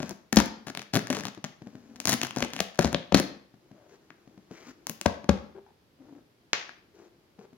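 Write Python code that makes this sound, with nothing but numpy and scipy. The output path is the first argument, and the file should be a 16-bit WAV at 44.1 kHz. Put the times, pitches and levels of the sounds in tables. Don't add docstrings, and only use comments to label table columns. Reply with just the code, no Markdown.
import sys
import numpy as np
from scipy import signal
from scipy.fft import rfft, irfft
from scipy.io import wavfile

SR = 44100
rng = np.random.default_rng(int(sys.argv[2]) if len(sys.argv) > 2 else 0)


def transcribe(signal):
    frames = np.atleast_2d(signal).T
    limited = np.clip(frames, -1, 1)
    pcm = np.round(limited * 32767).astype(np.int16)
    wavfile.write(sys.argv[1], SR, pcm)


N = 333837


# (time [s], length [s], thread rate [1/s], crack energy [dB],
# treble slope [dB/octave], box thud energy [dB], fine fibre level [dB])
STROKES = [(0.002, 0.028, 39.7, -15, -2.5, -1.5, -43.5), (0.372, 0.042, 69, 3, 0.5, 8, -24.5),
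           (0.67, 0.039, 69, -13, -1, -7.5, -44), (0.751, 0.087, 45.5, -10, -1, -13.5, -55),
           (0.936, 0.043, 113.4, -3, 0.5, 4.5, -29), (1.109, 0.1, 50.2, -10.5, 0, -5, -36.5),
           (1.236, 0.063, 63, -10.5, 0.5, -10.5, -45), (2.0729, .072, 106, -1.5, 5, -6.5, -27.5),
           (2.2132, .06, 54, -7, 0, -16, -38), (2.363, 0.097, 47.3, -10.5, -0.5, -6, -38),
           (2.538, .065, 38.8, -9, -1.5, -11.5, -44), (2.791, .088, 34.5, -14, -3.5, -3, -32),
           (3.146, .062, 37, -3, 2.5, 3, -25)]
# (time [s], crack energy [dB], treble slope [dB/octave], box thud energy [dB])
SNAPS = [(0.0939, -15, 7, -18), (0.109, -18.5, 0, -7), (0.3258, -7.5, 2, 1), (0.3281, -0.5, 1.5, 5),
         (0.36, -5.5, 7.5, -2.5), (0.459, -16.5, 7, -7.5), (0.9924, -11.5, 0.5, -9),
         (1.071, -13.5, -0.5, -17), (1.1022, -5, 1.5, 5), (1.4419, -9, -2, -5), (1.447, -12, -1, -9),
         (2.002, -8.5, 3, -13), (2.0547, 0.5, 3.3, -6), (2.0957, 2, 6, 2), (2.1306, -1.5, 3.5, 2.5),
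         (2.2338, -3.5, 2.5, -5), (2.3082, -12.5, -0.5, -18.5), (2.929, -10, 1, -2.5),
         (4.104, -22.5, -15, -25.5), (4.8694, -6.5, 6, -18.5), (4.8959, -5.5, 4.5, -7),
         (5.0131, -8, 2.5, -16.5), (5.243, -23.5, -6.5, -13), (6.6925, -18, -11, -31)]
# (start [s], end [s])
PRESSING = [(.66, 1.45), (1.92, 2.95)]
# (frequency [Hz], level [dB])
CRACK_SPECTRUM = [(60, -24), (250, -14.5), (450, -3), (700, 4), (1250, 1.5), (1700, 2.5), (2800, -1.5),
                  (4400, -0.5), (6500, 1.5), (8500, -14), (10700, -8), (13000, -18), (16000, -17)]
EASE_DB, THREAD_SPREAD_DB, WEAVE_JITTER = -4, 2.5, 0.07
THREAD_SMEAR, THREAD_SMEAR_S = .5, .0004

# (time [s], crack energy [dB], treble slope [dB/octave],
# bench energy [dB], panel thud energy [dB], thud centre [Hz], edge clack energy [dB], contact resonance [Hz])
KNOCKS = [(0.3697, 10, -4.5, 4, 18, 232.2, 6, 5040), (2.3703, -12, -2, -23.5, -1.5, 223.1, -7.5, 1520),
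          (2.4247, 0.5, -4, -9, 0, 228, -3, 2570), (2.604, 3, 2.5, -16.5, -1.5, 262, -1.5, 3060),
          (2.7909, 2.5, 1.8, -12, 8.5, 203.6, 7.5, 1430), (2.8464, -3.5, -1, 0.5, 7.5, 212.4, 2, 4400),
          (2.946, 1.5, -10, -19, 3, 238.4, 3, 3530), (3.1229, -7, -4, -4, 4.5, 223, 2.5, 3000),
          (3.1451, 10, -7, 4, 15, 173.5, 7.5, 4250), (5.0598, 4, -4, 3, 8, 274, 8.5, 850),
          (5.2919, 3, -5, 8, 14.5, 203.2, 7, 900)]
# (frequency [Hz], level [dB], time to fall by 60 dB [s])
BENCH_MODES = [(72, -5, .15), (85, 0.5, .12), (108, 0, .09)]
PANEL_MODES = [(136, -2, 0.069), (168.5, -1, 0.067), (201.6, 0.5, .09), (248.3, -0.5, .08),
               (275, -0.5, 0.051), (337, -1, .05), (426, -5.5, .06)]
EDGE_MODES = [(490, -2, .02), (570, 4, .03), (680, 3, .024), (860, -3, .016), (1100, -5, .015),
              (1400, -8, .013)]
EDGE_REACH_OCT = .9
TOUCH_S, TOUCH_DB = .003, -22

# (frequency [Hz], level [dB])
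CLICK_SPECTRUM = [(60, -18), (200, -5.5), (400, -0.5), (1000, -1.5), (2200, 3.5), (4000, -1.5), (6500, -1),
                  (8500, -31.5), (15000, -33)]
CLICK_S, CLICK_DB = 6.532, 6

# (time [s], thud energy [dB], thud centre [Hz])
BUMPS = [(1.376, -13.5, 288), (1.62, -14.5, 202), (1.6697, -12.5, 198), (1.753, -13.5, 170),
         (3.541, -25, 200.1), (3.714, -20, 223), (4.276, -22, 248), (4.377, -20, 214), (4.511, -12.5, 260),
         (7.389, -18, 399.2), (7.53, -23.5, 262)]
# (time [s], length [s], level [dB], resonance [Hz], hiss against that level [dB])
RUBS = [(0, .14, -43.5, 203, -6), (1.564, 0.61, -53, 242, -13.5), (3.38, 1.83, -64.5, 338.3, -9.5),
        (3.715, 0.18, -61.5, 595, -20), (3.881, 0.095, -58.5, 400, -4.5), (4.487, 0.2, -56, 350, -1.5),
        (4.53, 0.15, -61.5, 2100, -3), (4.656, 0.07, -49.5, 259, -2.5), (5.545, 0.055, -45, 385, -32),
        (5.654, 0.063, -60.5, 820, -22), (5.976, .26, -51.5, 284, -22), (6.15, 2.3, -69, 356, -12.5),
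        (6.928, .17, -53, 361, -13.5), (7.385, 0.083, -52.5, 417, -15)]
# (frequency [Hz], level [dB])
RUB_HISS = [(60, -8), (200, -0.5), (700, -4.5), (1500, -2.5), (3500, -12), (6500, -7.5), (9000, -28.5),
            (15000, -27.5)]

# (frequency [Hz], left minus right before scaling [dB])
LEFT_RIGHT = [(60, 6.5), (200, 5.3), (600, 7), (1300, 9), (2500, 4), (4400, 2), (8000, 12.5), (12000, 18)]
# (frequency [Hz], time to fall by 60 dB [s])
ROOM_T60 = [(80, .48), (250, .46), (700, .48), (2000, .5), (5000, .44), (8000, .32), (15000, .24)]
# (frequency [Hz], level against the direct sound [dB])
ROOM_LEVEL = [(80, -10), (250, -11.5), (600, -7.5), (1500, -7), (4500, -8.5), (9000, -13.5), (15000, -8)]
# (frequency [Hz], likeness [0 to 1])
ROOM_SAME = [(100, .6), (300, 1), (650, 0.2), (1400, 0), (15000, 0.11)]
# (frequency [Hz], level per Hz [dB])
AIR_SPECTRUM = [(20, -25), (40, -6), (130, 0), (370, -2), (800, -12), (1800, -16), (4800, -19), (8500, -31),
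                (12300, -27), (16000, -33)]
AIR_DB = -65
LOW_CUT_HZ, EDGE_HZ = 40, 16200


def strokes():
    out = np.zeros(N)
    for s, length, per_s, crack_db, slope, thud_db, _ in STROKES:
        for t in np.arange(0, length, 1 / per_s):
            late, strength = rng.standard_normal(2)
            pull_db = EASE_DB * t / length + THREAD_SPREAD_DB * strength
            sound = thread(crack_db + pull_db, slope, thud_db + pull_db)
            add(out, s + t + WEAVE_JITTER * late / per_s, sound)
    return out


def thread(crack_db, slope, body_db, tape_hz=2200, tape_oct=.7):
    crack = burst(impulse(varied(CRACK_SPECTRUM), slope), spread_s=THREAD_SMEAR_S, smear=THREAD_SMEAR)
    twang_hz = min(tape_hz * 2 ** (tape_oct * rng.standard_normal()), SR / 4)
    twang = signal.lfilter(*signal.iirpeak(twang_hz, 5, fs=SR), crack)
    panels = sized(ring(PANEL_MODES, centre_hz=265, width_oct=.8), body_db - 2)
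    sound = panels + sized(ring(EDGE_MODES), body_db - 9)
    add(sound, 0, sized(crack + amp(1) * twang, crack_db + 1))
    return sound


def varied(points, uneven_db=3):
    hz, db = np.transpose(points)
    return np.c_[hz, db + uneven_db * rng.standard_normal(len(hz))]


def tearing(fibre_db=-4.0, body_db=-6, lead_s=0.0054):
    drive = np.zeros(N)
    for s, length, *_, level_db in STROKES:
        size = int((length + lead_s) * SR)
        slips = grains(size, per_s=680, spread_db=4.0) * signal.windows.tukey(size, .25)
        add(drive, s - lead_s, amp(level_db) * slips)
    response = sized(ring(PANEL_MODES, uneven_db=2.0, detune=0), body_db)
    add(response, 0, sized(impulse(CRACK_SPECTRUM, slope_db=-2.5), fibre_db))
    return signal.oaconvolve(drive, response)[:N]


def snaps():
    out = np.zeros(N)
    for s, crack_db, slope, thud_db in SNAPS:
        add(out, s - .0003, thread(crack_db, slope, thud_db))
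    return out


def ticking(tick_db=-26, ticks_per_s=20):
    drive = np.zeros(N)
    for start, end in PRESSING:
        ticks = grains(int((end - start) * SR), ticks_per_s, spread_db=3)
        add(drive, start, amp(tick_db) * ticks * np.sqrt(ticks_per_s / SR))
    crack = sized(impulse(CRACK_SPECTRUM, slope_db=-1), 0)
    return signal.oaconvolve(drive, crack)[:N]


def knocks(contact_q=3, contact_db=5, edge_ratio=2.7):
    out = np.zeros(N)
    for s, crack_db, slope, bench_db, thud_db, thud_hz, clack_db, contact_hz in KNOCKS:
        crack = burst(impulse(CRACK_SPECTRUM, slope, knee_hz=3320), spread_s=0.001, smear=0.54)
        contact = signal.lfilter(*signal.iirpeak(contact_hz, contact_q, fs=SR), crack)
        crack = sized(crack + amp(contact_db) * contact, crack_db)
        edges = ring(EDGE_MODES, centre_hz=edge_ratio * thud_hz, width_oct=EDGE_REACH_OCT,
                     detune=0.046, rise_s=.001)
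        for part in crack, sized(edges, clack_db):
            add(out, s - .0006, part)
            add(out, s - TOUCH_S, amp(TOUCH_DB) * part)
        panels = ring(PANEL_MODES, centre_hz=thud_hz, width_oct=0.48)
        add(out, s, sized(panels, thud_db - 0.5))
        add(out, s, sized(ring(BENCH_MODES, detune=0.046), bench_db - 1))
    return out


def click():
    out = np.zeros(N)
    add(out, CLICK_S, sized(burst(impulse(CLICK_SPECTRUM), spread_s=.0011, smear=0.61), CLICK_DB))
    return out


def bumps(tick_db=-17.0, knuckle_db=-11):
    out = np.zeros(N)
    for s, db, thud_hz in BUMPS:
        add(out, s - .001, sized(ring(PANEL_MODES, centre_hz=thud_hz, width_oct=0.72), db))
        add(out, s - .001, sized(ring(EDGE_MODES), db + knuckle_db))
        nail = burst(impulse(CRACK_SPECTRUM, slope_db=-5), spread_s=0.0012, smear=0.25)
        add(out, s, sized(nail, db + tick_db))
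    return out


def rubs(width_share=0.24, scuff_db=-6):
    out = np.zeros(N)
    for s, length, db, hz, hiss_db in RUBS:
        size = int(length * SR)
        slips = grains(size, per_s=640, spread_db=4.0)
        resonance = signal.iirpeak(hz, 1 / width_share, fs=SR)
        creak = signal.lfilter(*resonance, signal.lfilter(*resonance, slips))
        scuff = signal.lfilter(*signal.butter(2, [hz / 3, hz * 2], "band", fs=SR), slips)
        hiss = colour(grains(size, per_s=3200, spread_db=3.5), RUB_HISS)
        drag = evened(evened(creak) + amp(scuff_db) * evened(scuff))
        sound = drag + amp(hiss_db) * evened(hiss)
        add(out, s, amp(db) * sound * signal.windows.tukey(size, .4))
    return out


def direct(x, lag_s, leftness=1, bounce=0.11, left_bounce_s=.0012, right_bounce_s=0.00067):
    hz = np.fft.rfftfreq(N, 1 / SR)
    ratio = amp(leftness * read(LEFT_RIGHT, hz))
    delay = np.exp(-2j * np.pi * hz * lag_s)
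    sides = np.array([ratio, delay]) * np.sqrt(2 / (1 + ratio ** 2))
    comb = 1 + bounce * np.exp(-2j * np.pi * np.outer([left_bounce_s, right_bounce_s], hz))
    return irfft(rfft(x) * sides * comb / np.hypot(1, bounce), N)


def room(x, left_db=2.0, count=3):
    turns = np.arange(N) / SR / 1.3
    wet = np.zeros((2, N))
    for k in range(count):
        share = np.sqrt(2 / count) * np.cos(np.pi * (turns + k / count))
        wet += signal.fftconvolve((x * share)[None], echo(), axes=1)[:, :N]
    return wet * amp([[left_db], [-left_db]])


def echo(build_s=0.0032):
    taps = rng.standard_normal((2, SR)) * (rng.random((2, SR)) < 6000 / SR)
    hz, t, bands = signal.stft(evened(taps), SR, nperseg=256)
    hz = hz[:, None]
    t60 = read(ROOM_T60, hz)
    fade = amp(read(ROOM_LEVEL, hz) - 60 * t / t60)
    bands = paired(bands, hz) * fade * np.sqrt(np.log(10 ** 6) / (t60 * SR))
    tail = signal.istft(bands, SR, nperseg=256)[1]
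    return tail * (1 - np.exp(-(np.arange(tail.shape[1]) / SR / build_s) ** 2))


def air():
    spectra = rfft(rng.standard_normal((2, N)))
    noise = irfft(paired(spectra, np.fft.rfftfreq(N, 1 / SR)), N)
    return amp(AIR_DB) * evened(colour(noise, AIR_SPECTRUM))


def paired(z, hz):
    same = np.clip(read(ROOM_SAME, hz), -1, 1)
    return np.array([z[0], same * z[0] + np.sqrt(1 - same ** 2) * z[1]])


def grains(length, per_s, spread_db):
    size_db = spread_db * np.minimum(rng.exponential(1, length), 4)
    size = amp(size_db) * rng.choice([-1, 1], length)
    return evened(size * (rng.random(length) < per_s / SR))


def ring(modes, centre_hz=None, width_oct=.5, uneven_db=5.0, detune=0.036, rise_s=0.0027, size=14000):
    hz, db, t60 = np.transpose(modes)[:, :, None]
    t = np.arange(size) / SR
    db = db + uneven_db * rng.standard_normal(hz.shape)
    weight = np.exp(-.5 * (np.log2(hz / centre_hz) / width_oct) ** 2) if centre_hz else 1
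    hz = hz * (1 + detune * rng.standard_normal(hz.shape))
    motion = weight * amp(db - 60 * t / t60) * np.sin(2 * np.pi * hz * t) * SR / hz
    return np.gradient(motion.sum(0) * (1 - np.exp(-t / rise_s)))


def burst(pulse, spread_s, smear, count=3, size=1500):
    x, gain = np.pad(pulse, (0, size)), np.clip(smear, 0, .8)
    for share in rng.uniform(.15, 1, count):
        feedback = np.r_[1, np.zeros(int(share * spread_s * SR)), gain]
        x = signal.lfilter(feedback[::-1], feedback, x)
    return x * rng.choice([-1, 1])


def impulse(points, slope_db=0, knee_hz=2400, size=2048):
    hz = abs(np.fft.fftfreq(size, 1 / SR))
    tilt_db = slope_db * np.log2(np.maximum(hz / knee_hz, 1))
    log_gain = np.log(amp(read(points, hz) + tilt_db))
    return np.fft.ifft(np.exp(np.conj(signal.hilbert(log_gain)))).real[:size // 2]


def colour(x, points):
    size = x.shape[-1]
    return irfft(rfft(x) * amp(read(points, np.fft.rfftfreq(size, 1 / SR))), size)


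def read(points, hz):
    f, value = np.transpose(points)
    return np.interp(np.log(hz + 1), np.log(f + 1), value)


def amp(db):
    return 10 ** (np.asarray(db) / 20)


def evened(x):
    return x / np.sqrt(np.mean(x ** 2) + 1e-20)


def sized(x, db):
    return amp(db) * x / (np.linalg.norm(x) + 1e-12)


def add(mix, s, sound):
    part = mix[max(round(s * SR), 0):][:len(sound)]
    part += sound[:len(part)]


def scene(click_room_db=4):
    cutting = strokes() + snaps() + ticking() + tearing()
    box = knocks()
    hands = bumps() + rubs()
    blade = click()
    near = direct(cutting, lag_s=.00008, leftness=1.2)
    near += direct(box, lag_s=.00005, leftness=1.5)
    near += direct(hands, lag_s=-0.000068)
    near += direct(blade, lag_s=-0.000082)
    return near + room(cutting + box + hands + amp(click_room_db) * blade) + air()


def record(dry):
    thinned = signal.sosfilt(signal.butter(3, LOW_CUT_HZ, "high", fs=SR, output="sos"), dry)
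    low_pass = signal.firwin(511, EDGE_HZ, window=("kaiser", 9), fs=SR)
    return signal.oaconvolve(np.clip(thinned, -1, 1), low_pass[None], "same")


dry = scene()
out = record(dry)
transcribe(out)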